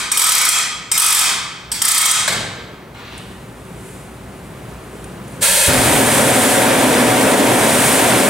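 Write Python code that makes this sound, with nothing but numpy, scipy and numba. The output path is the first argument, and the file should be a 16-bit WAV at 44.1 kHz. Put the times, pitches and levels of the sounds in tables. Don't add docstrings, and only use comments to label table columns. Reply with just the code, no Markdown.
import sys
import numpy as np
from scipy import signal
from scipy.fft import rfft, irfft, next_fast_len
from scipy.io import wavfile
from scipy.ndimage import uniform_filter1d, minimum_filter1d
from numba import njit

SR = 44100
rng = np.random.default_rng(int(sys.argv[2]) if len(sys.argv) > 2 else 0)


def transcribe(u):
    v = np.clip(np.atleast_2d(u).T, -1, 1)
    q = np.round(v * 32767).astype(np.int16)
    wavfile.write(sys.argv[1], SR, q)


N = 365588
LEAD = SR // 2
TIME_S = np.arange(N) / SR


def undb(db):
    return 10 ** (np.asarray(db) / 20)


def unit(x):
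    return x / np.sqrt(np.mean(x ** 2))


def lookup(points, freq_hz):
    hz, value = np.transpose(points)
    return np.interp(np.log(freq_hz + 1), np.log(hz), value)


def colour(x, points):
    n = x.shape[-1]
    size = next_fast_len(n)
    f = np.fft.rfftfreq(size, 1 / SR)
    gain = undb(lookup(points, f)) * np.minimum(f / points[0][0], 1) ** 2
    return irfft(rfft(x, size) * gain, size)[..., :n]


def resonate(x, peaks):
    bands = (undb(db) * signal.lfilter(*signal.iirpeak(hz, hz / width_hz, SR), x)
             for hz, width_hz, db in peaks)
    return unit(sum(bands))


def walk(rate_hz):
    hold = int(SR / rate_hz)
    steps = np.repeat(rng.standard_normal(N // hold + 2), hold)
    return 1.3 * uniform_filter1d(steps, hold)[:N]


def switch(at_s, rise_s):
    progress = np.clip((TIME_S - at_s) / rise_s, 0, 1)
    return np.sin(np.pi / 2 * progress) ** 2


# freq_hz, side_minus_mid_db
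WIDTH = [(30, -28), (60, -30), (125, -23), (250, -17), (500, -14.5), (1200, -11.5), (4000, -6),
         (8000, -8.5), (12000, -16.5), (16000, -67)]
def stereo_noise(n):
    mid, side = rng.standard_normal((2, n))
    side = colour(side, WIDTH)
    return np.array([mid + side, mid - side])


def rush(points):
    return unit(colour(stereo_noise(N), points))


def convolve(x, response):
    return signal.fftconvolve(np.atleast_2d(x), response, axes=1)[:, :x.shape[-1]]


# freq_hz, t60_s
HALL_T60 = [(100, 1.24), (500, 1.44), (1300, 1.155), (3000, 1), (5000, 0.84), (8000, 0.62), (12000, 0.41),
            (16000, 0.4)]
def hall_response(build_s=0.018):
    t = np.arange(3 * SR // 2) / SR
    f, frame_s, spectrum = signal.stft(stereo_noise(len(t)), SR, nperseg=256)
    fade = np.exp(-np.log(1000) * frame_s / lookup(HALL_T60, f)[:, None])
    tail = signal.istft(spectrum * fade, SR)[1][:, :len(t)]
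    return tail * (1 - np.exp(-t / build_s)) / np.sqrt(SR / 20)


def near_walls(spread_s):
    t = np.arange(SR // 20) / SR
    return stereo_noise(len(t)) * np.exp(-(t / spread_s) ** 2) / np.sqrt(spread_s * SR / 2)


def blows(rows, chatter_s, chatter_db):
    force = np.zeros(LEAD + N + SR)
    t = np.arange(SR // 20) / SR
    for start_s, force_db in rows:
        burst = rng.standard_normal(len(t)) * np.exp(-t / chatter_s)
        burst *= undb(chatter_db) / np.linalg.norm(burst)
        burst[0] += 1
        i = LEAD + int(start_s * SR)
        force[i:i + len(t)] += undb(force_db) * burst / np.linalg.norm(burst)
    return force[:LEAD + N]


def hits(rows, points, hall, spread_s, near_db, echo_db):
    force = colour(blows(rows, chatter_s=0.004, chatter_db=7), points)
    return undb(near_db) * convolve(force, near_walls(spread_s)) + undb(echo_db) * convolve(force, hall)


# freq_hz, gain_db
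AIR_COLOUR = [(25, -26), (42, -16), (58, 4), (75, -5.5), (115, 2.5), (190, 0), (300, -5), (450, -6.5),
              (750, -10.5), (1300, -13.5), (2500, -21), (5000, -31.5), (15000, -36)]
# pitch_hz, level_db
HUM = [(60, -47), (122, -47), (187, -42.5), (377, -44)]
def background(air_db=-32.5, creep_db_per_s=1.82, level_at_s=5.2):
    air = undb(air_db + 0.5 * walk(6)) * rush(AIR_COLOUR)
    hum = sum(undb(db + 1.9 * walk(4.93)) * np.sin(2 * np.pi * hz * TIME_S + 0.88 * walk(4))
              for hz, db in HUM)
    return (air + hum) * undb(-creep_db_per_s * np.maximum(level_at_s - TIME_S, 0))


# freq_hz, gain_db
SLIDE_COLOUR = [(2000, -1), (5500, -12), (7500, -3), (9000, -0.5), (11000, -5.5), (13000, -14),
                (15500, -27)]
# centre_s, half_length_s, level_db
SWISHES = [(3.91, .13, -48.5), (4.99, .07, -55), (5.35, 0.064, -53)]
def hose_drag(start_s=2.98, drag_db=-50.5):
    drag = undb(drag_db) * switch(start_s, rise_s=0.35)
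    swishes = sum(undb(db) * np.exp(-((TIME_S - centre_s) / half_s) ** 2)
                  for centre_s, half_s, db in SWISHES)
    return rush(SLIDE_COLOUR) * (drag + swishes) * undb(0.76 * walk(32))


# start_s, force_db
STEPS = [(3.74, 0.5), (4.38, -0.5), (4.93, 1)]
# freq_hz, gain_db
STEP_COLOUR = [(50, -4), (150, 11.5), (600, 7), (1500, -28), (6000, -38)]
def footfalls(hall):
    return hits(STEPS, STEP_COLOUR, hall, spread_s=0.022, near_db=1.5, echo_db=0)


# start_s, force_db
SLAPS = [(2.945, -1.5), (2.99, -3), (3.05, -2.5), (3.12, -1)]
# freq_hz, gain_db
SLAP_COLOUR = [(300, -17), (800, -3), (1200, 5.5), (2000, 0), (3300, 0), (5200, -9.5), (7000, -15),
               (14000, -24)]
def hose_slaps(hall):
    return hits(SLAPS, SLAP_COLOUR, hall, spread_s=0.017, near_db=-5, echo_db=6.5)


# start_s, force_db
TICKS = [(3.177, 8.5), (3.65, -5), (5.04, 6.5), (5.277, 1), (5.32, -3), (5.555, 18), (5.583, 24)]
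# freq_hz, gain_db
TICK_COLOUR = [(500, -25), (2500, -2), (5500, -8), (9500, 3.5), (15000, -24)]
def burner_ticks(hall):
    return hits(TICKS, TICK_COLOUR, hall, spread_s=0.0054, near_db=-14, echo_db=-14)


# start_s, force_db
LATCH = [(2.2765, -1.5), (2.285, -4), (2.325, -8)]
# freq_hz, gain_db
LATCH_COLOUR = [(200, -16), (450, -6.5), (800, -2), (1050, 0.5), (1400, -2.5), (2050, 4), (2900, -5.5),
                (3250, -1), (4200, -2), (5800, -9), (7500, -3), (10000, -8.5), (15000, -24)]
# freq_hz, gain_db
WALL_COLOUR = [(45, -14), (80, 3), (130, 0), (200, -3), (290, -4.5), (380, -13), (520, -8), (750, -10),
               (3000, -45)]
def reel_lock(hall):
    clack = hits(LATCH, LATCH_COLOUR, hall, spread_s=0.01, near_db=19.5, echo_db=23.5)
    boom = hits(LATCH, WALL_COLOUR, hall, spread_s=0.027, near_db=13, echo_db=28.5)
    return clack + boom


# start_s, length_s, pitch_hz, level_db
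SQUEAKS = [(.15, 0.23, 1288, -15.5), (0.37, .11, 2246, -16), (0.941, 0.2, 1304, -16),
           (1.792, 0.15, 1310, -20)]
def axle(phase_step_rad=0.071):
    out = np.zeros(N)
    for start_s, length_s, hz, db in SQUEAKS:
        span = slice(int(start_s * SR), int((start_s + length_s) * SR))
        t = TIME_S[span]
        drift_rad = phase_step_rad * np.cumsum(rng.standard_normal(SR))[:len(t)]
        out[span] += undb(db) * np.hanning(len(t)) * np.sin(2 * np.pi * hz * t + drift_rad)
    return np.pad(out, (LEAD, 0))


# start_s, tooth_count, start_rate_hz, end_rate_hz, braking_exponent, force_db
TURNS = [(-.37, 12, 45.93, 45.4, 1, -4), (0.1724, 12, 49.14, 25.96, .782, -1.5),
         (.976, 12, 48.1, 46.2, .488, -1), (1.8175, 9, 31.24, 18, 4.45, -2.5)]
def tooth_drops(jitter_s=0.0007, fade_db=-3, scatter_db=2.5, first_tooth_db=2):
    rows = []
    for start_s, count, start_hz, end_hz, braking, turn_db in TURNS:
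        offset, unevenness = rng.standard_normal((count, 2)).T
        rate_hz = start_hz + (end_hz - start_hz) * np.linspace(0, 1, count - 1) ** braking
        times_s = start_s + np.append(0, np.cumsum(1 / rate_hz) + jitter_s * offset[1:])
        force_db = turn_db + fade_db * np.linspace(0, 1, count) + scatter_db * unevenness
        force_db[0] = turn_db + first_tooth_db
        rows += zip(times_s, force_db)
    return rows


def steel_ring(modes):
    t = np.arange(SR // 2) / SR
    response = np.zeros((1, len(t)))
    for hz, energy_db, t60_s in modes:
        decay_per_s = np.log(1000) / t60_s
        amplitude = undb(energy_db) * np.sqrt(4 * decay_per_s / SR)
        response += amplitude * np.sin(2 * np.pi * hz * t) * np.exp(-decay_per_s * t)
    return response


# start_s, force_db
KNOCKS = [(0.1154, -5.5), (0.9151, -3), (1.716, -10)]
# pitch_hz, energy_db, t60_s
REEL_MODES = [(1288, -4, .12), (1336, -6, .12), (2252, -6, .12), (2490, -9, .08), (2620, -10, .08),
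              (3166, -7, .35), (3240, -4, .4), (3312, -7, .35), (3490, -12, .15), (4800, -6, .15),
              (5285, -11, .1), (5660, -11, .1), (6140, -12, .08), (7155, -10, .08), (7930, -7, .05),
              (8470, -1, .035), (8840, -8, .05), (10070, -3, .045)]
# freq_hz, gain_db
DRUM_COLOUR = [(200, -66), (600, -23), (850, -7.5), (1300, 1.5), (1950, 0), (2500, 2.5), (2850, -5.5),
               (3300, 4.5), (4100, 0), (6800, 2.5), (8300, 6), (10000, -1), (12500, -6.5), (15500, -10.5)]
# freq_hz, gain_db
SNAP_COLOUR = [(500, -36), (1300, -17), (3000, -22), (6500, -17), (7600, 5.5), (8400, 7.5), (10200, 13.5),
               (11300, 0.5), (12500, 9), (13500, 1), (15500, -9)]
def ratchet(hall, bounce_s=0.007, bounce_db=-8, ping_hz=8390):
    teeth = blows(tooth_drops(), chatter_s=0.0053, chatter_db=14.5)
    bounces = [(start_s + bounce_s, db + bounce_db) for start_s, db in KNOCKS]
    knocks = blows(KNOCKS + bounces, chatter_s=0.003, chatter_db=16)
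    force = teeth + undb(-1) * knocks
    steel = undb(7) * convolve(force, steel_ring(REEL_MODES))[0]
    body = undb(26) * colour(force, DRUM_COLOUR) + steel
    snap = undb(14) * colour(teeth + undb(-10.5) * knocks, SNAP_COLOUR)
    squeak = axle()
    ping = undb(16) * convolve(knocks, steel_ring([(ping_hz, 0, 0.043)]))
    direct = ping + squeak + undb(-9) * steel
    near = convolve(snap + undb(-9) * body, near_walls(spread_s=0.0079))
    echo = convolve(undb(-1) * body + undb(-3) * snap + undb(-7) * squeak, hall)
    return direct + near + echo


VALVE_S, IGNITION_S = 5.403, 5.671
FLAME_AGE_S = np.maximum(TIME_S - IGNITION_S, 0)
def ignition(swing_hz=78, swing_s=0.032, boom_s=0.2):
    swing = np.sin(2 * np.pi * swing_hz * FLAME_AGE_S) * np.exp(-(FLAME_AGE_S / swing_s) ** 2)
    boom_colour = [(28, -3), (60, 0), (140, 0), (400, -30), (3000, -60)]  # freq_hz, gain_db
    boom = rush(boom_colour) * np.exp(-FLAME_AGE_S / boom_s)
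    return undb(-9) * swing + undb(-19) * boom


# time_s, hiss_db, roar_db, buffet_db
BURN = [(5.5, -15.5, -20, -26.5), (5.8, -18, -18, -26.5), (6.25, -19.0, -17.5, -27),
        (6.5, -19.0, -18, -33.5), (6.77, -25, -19.5, -32), (7.1, -24.5, -17.5, -29.5),
        (7.45, -23, -15.5, -32), (7.65, -23, -18.0, -29), (7.88, -17.5, -18.5, -23),
        (8.07, -19.5, -16.5, -32), (8.27, -21.5, -18, -28.0)]
# freq_hz, gain_db
JET_COLOUR = [(400, -21), (1500, -8.5), (3000, -6), (5300, -10.5), (6300, -7), (7500, -1.5), (8100, -1),
              (8480, 4), (9100, -0.5), (10400, -0.5), (11800, -7), (13300, -10), (14300, -13), (15600, -15)]
# pitch_hz, width_hz, gain_db
TUBE_MODES = [(75, 27, -6), (189, 27, -5.5), (580, 87, 1.5), (913, 100, -1.5), (1386, 52, -4),
              (1680, 130, -1.5), (2100, 200, -8), (2500, 90, -1), (3240, 160, -4.5), (3750, 140, -7),
              (4230, 300, -9)]
# pitch_hz, width_hz, gain_db
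FLAME_MODES = [(121.5, 7.2, -1), (259.4, 5.9, 8), (538, 15, -1), (579, 22, -2), (742, 6.1, 5.5),
               (1140, 6.7, -7)]
# freq_hz, gain_db
ROAR_COLOUR = [(130, -28), (195, -8.5), (225, -2), (275, -1), (335, -7), (420, -5.5), (560, -4),
               (700, -7.5), (820, -12), (930, -6.5), (1150, -19), (2500, -37.5)]
# freq_hz, gain_db
BUFFET_COLOUR = [(25, -24), (50, -18), (80, -3), (122, 5.5), (165, 2), (260, -26)]
# freq_hz, gain_db
TEAR_COLOUR = [(500, -2.5), (1100, -1.5), (1600, 1.5), (2300, -1), (2900, -6), (3400, -5), (4300, -12.5),
               (6000, -13), (12000, -34)]
def burner(flare_db=5, flare_s=0.45, tear_db_per_jet_db=0.36):
    times_s, *levels_db = np.transpose(BURN)
    hiss_db, roar_db, buffet_db = (np.interp(TIME_S, times_s, db) for db in levels_db)
    gas, lit = switch(VALVE_S, rise_s=0.062), switch(IGNITION_S, rise_s=0.021)
    cold = 1 - switch(IGNITION_S, rise_s=0.3)
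    jet = rush(JET_COLOUR) * undb(4 + hiss_db + 0.35 * walk(30))
    tube = resonate(stereo_noise(N), TUBE_MODES) * undb(-17) * cold
    flutter = walk(28)
    hollow = resonate(stereo_noise(N), FLAME_MODES) * undb(-19.5 + 1.4 * walk(4))
    roar = (rush(ROAR_COLOUR) * undb(4 + roar_db) + hollow) * undb(0.73 * flutter)
    flare = np.exp(-FLAME_AGE_S / flare_s)
    buffet = rush(BUFFET_COLOUR) * undb(3 + buffet_db + flare_db * flare + 0.92 * flutter)
    swell_db = tear_db_per_jet_db * (hiss_db - np.average(hiss_db, weights=lit))
    tear = rush(TEAR_COLOUR) * undb(-16 + swell_db + 0.49 * flutter + 0.62 * walk(220))
    return gas * (jet + tube) + lit * (roar + buffet + tear + ignition())


def scene():
    hall = hall_response()
    struck = ratchet(hall) + reel_lock(hall) + hose_slaps(hall) + burner_ticks(hall) + footfalls(hall)
    return struck[:, LEAD:] + hose_drag() + background() + undb(7) * burner()


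# freq_hz, left_minus_right_db
PORT_BALANCE = [(40, 0), (500, 1.1), (1500, 0), (4000, 0.5), (8000, -1), (12000, -0.5)]
# freq_hz, left_lead_rad
PORT_PHASE = [(30, 0), (100, -0.056), (250, -0.28), (550, -0.63), (850, -0.68), (1300, -0.8), (2500, -0.28),
              (4500, -0.46), (6200, -0.55), (10000, -0.18), (15000, -0.38)]
def capsules(dry):
    size = next_fast_len(N + SR // 10)
    f = np.fft.rfftfreq(size, 1 / SR)
    tilt = undb(lookup(PORT_BALANCE, f) / 2) * np.exp(0.5j * lookup(PORT_PHASE, f))
    return irfft(rfft(dry, size) * np.array([tilt, 1 / tilt]), size)[:, :N]


@njit
def follow(x, attack, release):
    out, level = np.empty(len(x)), x[:200].max()
    for i in range(len(x)):
        level += (x[i] - level) * (attack if x[i] > level else release)
        out[i] = level
    return out


def record(dry, threshold_db=-5, attack_s=0.00057, release_s=0.069, ratio=14, cutoff_hz=15750):
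    x = capsules(dry)
    level = follow(np.abs(x).max(axis=0), 1 / (attack_s * SR), 1 / (release_s * SR))
    gain = np.minimum(undb(threshold_db) / (level + 1e-9), 1) ** (1 - 1 / ratio)
    gain = uniform_filter1d(minimum_filter1d(gain, size=180), size=60)
    rounded = 2 * np.tanh(x * gain / 2)
    return signal.sosfilt(signal.ellip(10, 0.2, 80, cutoff_hz, fs=SR, output="sos"), rounded)


dry = scene()
out = record(dry)
transcribe(out)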